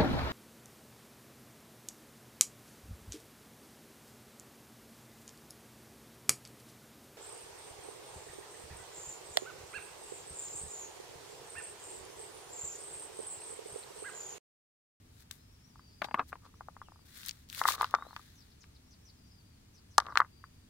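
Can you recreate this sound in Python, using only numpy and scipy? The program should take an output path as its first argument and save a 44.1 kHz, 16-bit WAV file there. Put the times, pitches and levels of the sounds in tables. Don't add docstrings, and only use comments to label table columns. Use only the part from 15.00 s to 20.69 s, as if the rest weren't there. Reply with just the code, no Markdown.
import sys
import numpy as np
from scipy import signal
from scipy.fft import rfft, irfft, next_fast_len
from scipy.io import wavfile
from scipy.ndimage import uniform_filter1d

SR = 44100
rng = np.random.default_rng(int(sys.argv[2]) if len(sys.argv) > 2 else 0)


def store_wav(level_fs):
    pcm = np.round(np.clip(np.atleast_2d(level_fs), -1, 1) * 32767)
    wavfile.write(sys.argv[1], SR, pcm.T.astype(np.int16))


N = 250929


def from_db(db):
    return 10 ** (np.asarray(db) / 20)


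def pan(db):
    return from_db(db * np.array([[.5], [-.5]]))


def unit_rms(x):
    return x / np.sqrt(np.mean(x ** 2) + 1e-20)


def unit_peak(x):
    return x / np.abs(x).max()


def at_hz(points, hz):
    freqs, values = np.transpose(points)
    return np.interp(np.log(hz), np.log(freqs), values)


def band(x, low_hz, high_hz):
    sos = signal.butter(2, [low_hz, min(high_hz, .45 * SR)], "band", fs=SR, output="sos")
    return signal.sosfilt(sos, x)


def wander(low_hz, high_hz):
    return unit_rms(band(rng.standard_normal(N), low_hz, high_hz))


def ring(x, hz, t60):
    r, w = from_db(-60 / (t60 * SR)), 2 * np.pi * hz / SR
    return signal.lfilter([0, np.sin(w)], [1, -2 * r * np.cos(w), r * r], x + 1e-18)


def add(out, s, sound):
    i = round(s * SR)
    out[..., i:i + sound.shape[-1]] += sound[..., :N - i]


def grains(per_s, spread_db, channels):
    sizes = from_db(spread_db * np.minimum(rng.exponential(1, (channels, N)), 4))
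    return sizes * rng.choice([-1, 1], (channels, N)) * (rng.random((channels, N)) < per_s / SR)


def swell(s, db, rise_s, fall_s):
    t = np.arange(N) / SR - s
    away = np.maximum(-t / rise_s, t / fall_s)
    return from_db(db - 20 * away) * np.clip(2 * (1.6 - away), 0, 1)


# f/Hz, relative level per Hz/dB
AIR_SPECTRUM = [(25, -9.5), (94, -3), (249, -12.5), (335, -17.5), (531, -24), (1400, -27), (2350, -28.5),
                (4870, -27.5), (6050, -29.5), (14800, -39), (16000, -42)]
# f/Hz, left-right correlation
AIR_CORRELATION = [(60, 0.99), (180, 0.98), (550, -0.42), (1650, 0.043), (4970, -0.37), (15000, 0.2)]
# f/Hz, left minus right/dB
AIR_PAN = [(60, -2), (240, 2.5), (950, 2), (3770, 1.5), (15000, 3.5)]
# f/Hz, level/dB, width/Hz
HUM_TONES = [(72.75, -67, 4.4), (96.8, -69.5, 7.6), (248, -75, 2.9)]

def air(level_db, patchy_db):
    out, edges = 0, 20 * 2 ** np.arange(0, 10, .5)
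    white = rng.standard_normal((2, 2, N + SR))
    steps = np.arange(0, N + 4000, 4000)
    for k, (low, high) in enumerate(zip(edges, edges[1:])):
        mid, side = band(white[k % 2], low, high if k < len(edges) - 2 else SR)[:, SR:]
        hz = np.sqrt(low * high)
        alike = at_hz(AIR_CORRELATION, hz)
        patches = np.interp(np.arange(N), steps, rng.standard_normal(len(steps)))
        gain = from_db(at_hz(AIR_SPECTRUM, hz) + patchy_db * patches) * pan(at_hz(AIR_PAN, hz))
        out = out + gain * (np.sqrt(1 + alike) * mid + np.sqrt(1 - alike) * side * [[1], [-1]])
    hum = sum(from_db(db) * unit_rms(ring(rng.standard_normal(N + SR), hz, 2.2 / width)[SR:])
              for hz, db, width in HUM_TONES)
    return from_db(level_db) * unit_rms(out) + hum


# t/s, grit level/dB
DRAG_CURVES = [
    [(2.05, -67), (2.14, -62), (2.16, -55), (2.25, -55.5), (2.29, -47.5), (2.318, -65.5), (2.45, -73)],
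    [(2.49, -65), (2.53, -55), (2.6, -43), (2.63, -55), (2.665, -46.5), (2.68, -31), (2.72, -41.5),
     (2.755, -45.5), (2.775, -108)],
]

def drags():
    gain, t = np.zeros(N), np.arange(N) / SR
    for points in DRAG_CURVES:
        s, db = np.transpose(points)
        gate = np.clip(np.minimum(t - s[0], s[-1] - t) / .006, 0, 1)
        gain += gate * from_db(np.interp(t, s, db))
    return gain


# peak t/s, grit level/dB, hiss re grit/dB, rise/s, fall/s
STONE_SCUFFS = [(0.224, -63.5, -2, 0.14, 0.02), (.312, -62, 1, 0.0039, 0.11),
                (1.049, -43, -16, 0.02, 0.016), (1.292, -61, 2.5, 0.024, 0.021),
                (1.452, -60.5, -23, 0.0089, 0.045), (2.82, -48, -13, 0.094, 0.11),
                (3.201, -63.5, -6.5, 0.52, 0.55), (4.99, -61, -21, 0.0028, 0.16),
                (5.184, -46.5, -7.5, 0.015, 0.022)]

def slides(drag_hiss_db, hiss_pan_db, grit_pan_db):
    grit_gain = drags()
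    hiss_gain = from_db(drag_hiss_db) * grit_gain
    for s, db, hiss_db, rise, fall in STONE_SCUFFS:
        grit_gain += swell(s, db, rise, fall)
        hiss_gain += swell(s, db + hiss_db, rise, fall)
    jerks = from_db(1.7 * wander(20, 160))
    hiss = unit_rms(jerks * band(grains(per_s=6000, spread_db=1.6, channels=2), 4700, 18000))
    coarse = jerks * grains(per_s=4000, spread_db=2.6, channels=2)
    grit = band(coarse, 1500, 5500) + from_db(-2) * band(coarse, 3200, 4300) + band(coarse, 1450, 2300)
    grit = band(unit_rms(grit), 700, SR)
    return hiss_gain * hiss * pan(hiss_pan_db) + grit_gain * grit * pan(grit_pan_db)


# t/s, level before the low cut/dB, centre f/Hz
PEBBLE_KNOCKS = [(0.31, -35.5, 1940), (0.757, -43.5, 970), (0.794, -41.5, 1200), (1.321, -38.5, 1310),
                 (1.329, -27.5, 1670), (1.541, -47, 1130), (1.608, -27, 906), (1.685, -26, 825),
                 (1.766, -33, 930), (1.816, -29.5, 1050), (1.885, -38, 856), (1.92, -39, 930),
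                 (1.959, -45, 930), (1.992, -50.5, 950), (2.615, -10, 1040), (2.641, -27, 1160),
                 (2.654, -8, 1090), (2.686, -9, 1070), (2.811, -10.5, 990), (2.829, -14, 1000),
                 (2.844, -15, 1170), (2.94, -4, 980), (2.949, -15.5, 1260), (2.963, -35, 1310),
                 (2.986, -30, 960), (3.006, -42, 1310), (3.023, -28.5, 1240), (3.051, -37, 760),
                 (3.066, -30.5, 650), (3.087, -45, 1040), (3.108, -37, 1010), (3.13, -34.5, 960),
                 (3.164, -26, 1290), (3.194, -40.5, 1130), (3.641, -41.5, 2130), (4.982, -1, 984),
                 (5.002, -20, 1165), (5.043, -48, 1150), (5.068, -31, 1160), (5.085, -30, 1180),
                 (5.11, -41, 1190), (5.123, -31, 1180), (5.156, -14, 1290), (5.164, -22.5, 1290),
                 (5.173, -6.5, 1540), (5.187, -34, 1200), (5.194, -22.5, 1260), (5.202, -3.5, 1200),
                 (5.217, -14, 1300), (5.247, -34, 1260), (5.44, -34, 1320)]
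# f/Hz, relative level/dB, t60/s
BOARD_MODES = [(520, -17, 0.029), (789, -10, 0.012), (1185, -7.5, 0.039), (1550, -5, 0.0064),
               (1680, -8.5, 0.014), (2080, 0, 0.013)]

def knocks(events, push_cycles, ring_db, low_cut_hz):
    out, click, t = np.zeros(N), signal.unit_impulse(2000), np.arange(2000) / SR
    mode_jitters_db = rng.normal(0, 5, (len(events), len(BOARD_MODES)))
    signs = rng.choice([-1, 1], len(events))
    shiver_db, shiver_t60 = -30, .049
    shivers = rng.standard_normal((len(events), len(t))) * from_db(shiver_db - 60 * t / shiver_t60)
    for (s, db, hz), jitter, sign, shiver in zip(events, mode_jitters_db, signs, shivers):
        push_t60 = push_cycles / hz
        contact = ring(ring(click + shiver, .87 * hz, push_t60), 1.775 * hz, push_t60)
        push = ring(contact, hz, push_t60)
        modes = sum((-1) ** k * from_db(mode_db + jitter[k]) * ring(contact, mode_hz, t60)
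                    for k, (mode_hz, mode_db, t60) in enumerate(BOARD_MODES))
        blow = unit_peak(push) + from_db(ring_db) * unit_peak(modes)
        add(out, s, sign * from_db(db) * blow)
    return signal.sosfilt(signal.butter(2, low_cut_hz, "high", fs=SR, output="sos"), out)


# t/s, level before panning/dB, ring f/Hz, edge re ring/dB
STONE_CLICKS = [(0.3109, -26.5, 5700, -8), (1.019, -27, 2230, -9.5), (1.043, -25, 2550, -20),
                (1.145, -46.5, 9000, 7), (1.285, -54, 9300, -15), (2.177, -43, 3770, 6),
                (2.232, -35, 2600, -20), (2.251, -33, 4570, -16), (2.2612, -39.5, 7750, 11.5),
                (2.284, -28.5, 4500, 5), (2.2922, -22, 4270, -33), (2.3096, -28.5, 4400, -33),
                (2.488, -42, 4930, -4), (2.499, -28, 4400, -8), (2.5274, -30.5, 3030, -2),
                (2.547, -29.5, 3620, -1.5), (2.5937, -25.5, 3900, -32), (2.637, -24, 3400, -25),
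                (2.7, -24.5, 7100, -13), (2.7206, -21, 4450, -31), (2.81, -27, 3300, -16),
                (2.8188, -30, 2520, 4), (2.8426, -19.5, 2830, -17), (2.909, -35.5, 4320, 1),
                (2.9492, -25.5, 3560, -18), (3.1629, -28, 3170, -14.5), (4.98, -4, 5370, -21),
                (5.0007, -23.5, 4100, -37.5), (5.065, -33.5, 2750, -28), (5.155, -29, 2480, -17),
                (5.1727, -8.5, 2580, -31), (5.203, -28, 2780, -34)]

def clicks(crack_t60, tail_t60, tail_db, ring_pan_db, edge_pan_db):
    out, t = np.zeros((2, N)), np.arange(1500) / SR
    attack = np.minimum(t / .0004, 1)
    decay = from_db(-60 * t / crack_t60) + from_db(tail_db - 60 * t / tail_t60)
    bursts = rng.standard_normal((len(STONE_CLICKS), 2, len(t))) * attack * decay
    for (s, db, hz, edge_db), burst in zip(STONE_CLICKS, bursts):
        stone = pan(ring_pan_db) * unit_peak(band(burst, .6 * hz, 1.52 * hz))
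        edge = pan(edge_pan_db) * unit_peak(band(burst, 5400, 18000))
        add(out, s + .0005, from_db(db) * (stone + from_db(edge_db) * edge))
    return out


# start t/s, top t/s, start f/Hz, top f/Hz, level/dB
BIRD_ARCHES = [(.38, 0.538, 5080, 5650, -78), (.585, 0.677, 5250, 5930, -75),
               (1.79, 1.847, 5050, 5750, -82), (2.9, 3.105, 3500, 4420, -71),
               (3.83, 3.891, 5150, 5680, -80), (4.0, 4.049, 5300, 5800, -80)]

def arches(even_share=.36, rush_s=.037, hook_s=.0335, hook_hz=950, opening_db=-1.5):
    for s, top_s, from_hz, top_hz, db in BIRD_ARCHES:
        t = np.arange(s - top_s, hook_s, 1 / SR)
        before_top = np.minimum(t, 0)
        growth = np.exp(before_top / rush_s)
        rush = (growth - growth[0]) / (1 - growth[0])
        climb = even_share * (1 - before_top / t[0]) + (1 - even_share) * rush
        hook = hook_hz * np.maximum(t / hook_s, 0) ** 2
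        yield s, from_hz + (top_hz - from_hz) * climb - hook, db + opening_db * (1 - climb)


# t/s, length/s, start f/Hz, end f/Hz, level/dB
BIRD_CHIRPS = [(0.388, 0.034, 3920, 4300, -75), (1.54, 0.048, 5270, 6300, -76),
               (1.818, 0.07, 3530, 2570, -74), (3.345, 0.087, 6740, 4340, -68),
               (3.502, 0.027, 5590, 3670, -68.5), (3.603, 0.036, 7030, 3400, -65),
               (3.745, 0.031, 5240, 3660, -70.5), (3.906, 0.043, 6190, 4160, -65),
               (4.051, 0.057, 6130, 4270, -63), (4.736, 0.057, 6300, 4330, -67.5),
               (4.904, 0.058, 6420, 4250, -69.5), (5.092, 0.037, 5700, 4040, -69)]

def chirps():
    for s, length, from_hz, to_hz, db in BIRD_CHIRPS:
        t = np.arange(0, length, 1 / SR)
        yield s, from_hz + (to_hz - from_hz) * t / length, db


# t/s, length/s, start f/Hz, held f/Hz, settling/s, end droop/Hz, level/dB
BIRD_WHISTLES = [(0.68, 0.27, 5100, 4640, 0.033, 0, -79), (0.722, 0.205, 5950, 4600, .065, 600, -75),
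                 (0.84, 0.305, 6600, 4720, 0.05, 0, -73), (1.87, .165, 5850, 4850, 0.03, 400, -78),
                 (4.115, 0.23, 6120, 4680, 0.043, 0, -77), (4.247, 0.17, 6100, 4500, 0.08, 350, -69),
                 (4.423, 0.13, 4620, 4730, 0.02, 400, -78), (5.302, 0.17, 4850, 4710, .015, 0, -76),
                 (5.475, .19, 4710, 4690, .015, 0, -83)]

def whistles(droop_s=.018, opening_db=-13):
    for s, length, from_hz, held_hz, settle_s, droop_hz, db in BIRD_WHISTLES:
        t = np.arange(0, length, 1 / SR)
        settling = np.exp(-t / settle_s)
        droop = droop_hz * np.exp((t - length) / droop_s)
        yield s, held_hz + (from_hz - held_hz) * settling - droop, db + opening_db * settling


def birds(wobble_db, rasp, echo_db, echo_t60, pan_db):
    song, flutter = np.zeros(N), wander(80, 500)
    waver = 1 + .004 * wander(15, 80)
    for s, hz, db in [*arches(), *chirps(), *whistles()]:
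        t, now = np.arange(len(hz)) / SR, slice(round(s * SR), round(s * SR) + len(hz))
        pitch = uniform_filter1d(hz, size=400, mode="nearest") * waver[now]
        gate = np.clip(np.minimum(t, t[-1] - t) / .0046, 0, 1)
        sweep_hz_per_s = abs(hz[-1] - hz[0]) / t[-1]
        rough = np.clip(rasp * sweep_hz_per_s / 40000, 0, 1)
        tone = np.sin(2 * np.pi * np.cumsum(pitch) / SR) * (1 - rough + rough * flutter[now])
        add(song, s, np.sqrt(2) * gate * from_db(db) * tone)
    song *= from_db(wobble_db * wander(8, 45))
    t = np.arange(SR // 4) / SR
    scatter = rng.standard_normal((2, len(t))) * from_db(-60 * t / echo_t60)
    scatter /= np.sqrt(np.sum(scatter ** 2) / 2)
    echoes = signal.fftconvolve(song[None], scatter, axes=1)[:, :N]
    return (song + from_db(echo_db) * echoes) * pan(pan_db)


# t/s, level before filtering/dB, knock f/Hz
ROCK_THUDS = [(1.018, -20, 735), (1.046, -28.5, 890), (1.085, -35.5, 975), (1.111, -32, 894),
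              (1.143, -16, 1116), (1.186, -29, 1330), (1.194, -15.5, 1110), (1.212, -37.5, 1186),
              (1.328, -31.5, 800), (1.355, -40.5, 1040)]
# f/Hz, relative level/dB, t60/s
ROCK_MODES = [(281, -3, 0.11), (745, 10.5, 0.017), (1620, 16.5, 0.0018), (2100, -9, 0.036),
              (2560, -14, 0.1)]

def rock(crunch_t60, gain_db):
    out, t = np.zeros(N), np.arange(2000) / SR
    crunches = rng.standard_normal((len(ROCK_THUDS), len(t))) * from_db(-60 * t / crunch_t60)
    mode_jitters_db = rng.normal(0, 4, (len(ROCK_THUDS), len(ROCK_MODES)))
    for (s, db, _), crunch, jitter in zip(ROCK_THUDS, crunches, mode_jitters_db):
        modes = sum(from_db(mode_db + jitter[k]) * unit_rms(ring(crunch, hz, t60))
                    for k, (hz, mode_db, t60) in enumerate(ROCK_MODES))
        add(out, s, from_db(db + gain_db) * unit_peak(modes))
    return band(out, 200, 3200)


# peak t/s, level/dB, rise/s, fall/s
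STONE_ROLLS = [(1.023, -43.5, .003, 0.058), (1.199, -33, 0.041, 0.029), (1.458, -51, 0.033, 0.031),
               (2.681, -37, 0.092, .12), (2.81, -42.5, .05, 0.086), (2.965, -48, 0.07, .17),
               (5.0, -44.5, .01, 0.13), (5.111, -47.5, 0.065, 0.044), (5.225, -44.5, 0.069, 0.041)]

def rolls(per_s, spread_db):
    bumps = grains(per_s, spread_db, channels=1)[0]
    hits = rng.random((len(BOARD_MODES), N)) < 1 / 3
    modes = sum(from_db(db) * ring(bumps * hit, hz, .4 * t60)
                for (hz, db, t60), hit in zip(BOARD_MODES[:-1], hits))
    softened = ring(ring(modes, hz=1000, t60=.0018), hz=1550, t60=.0018)
    return sum(swell(*row) for row in STONE_ROLLS) * unit_rms(band(softened, 450, SR))


def microphone_ports(board, direct_db, echo_db, echo_s, echo_cutoff_hz):
    size = next_fast_len(N)
    f = np.fft.rfftfreq(size, 1 / SR)
    echo = from_db(echo_db) * np.exp(-2j * np.pi * f * echo_s) / (1 + 1j * f / echo_cutoff_hz)
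    right = irfft(rfft(board, size) * (from_db(direct_db) + echo), size)[:N]
    return np.array([board, right])


def scene():
    board = rolls(per_s=700, spread_db=3.8)
    board += knocks(ROCK_THUDS, push_cycles=8.5, ring_db=-12, low_cut_hz=320)
    board += knocks(PEBBLE_KNOCKS, push_cycles=4.02, ring_db=-14, low_cut_hz=828)
    board += rock(crunch_t60=.033, gain_db=-2.5)
    return (microphone_ports(board, direct_db=-6, echo_db=-7.5, echo_s=.000711, echo_cutoff_hz=2520)
            + clicks(crack_t60=.005, tail_t60=.025, tail_db=-20, ring_pan_db=7, edge_pan_db=11)
            + birds(wobble_db=2, rasp=.5, echo_db=1, echo_t60=.11, pan_db=4)
            + air(level_db=-61, patchy_db=.5)
            + slides(drag_hiss_db=-3.5, hiss_pan_db=12.5, grit_pan_db=2.5))


def record(dry):
    return signal.sosfilt(signal.cheby2(14, 60, 16500, fs=SR, output="sos"), dry)


dry = scene()
out = record(dry)
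store_wav(out)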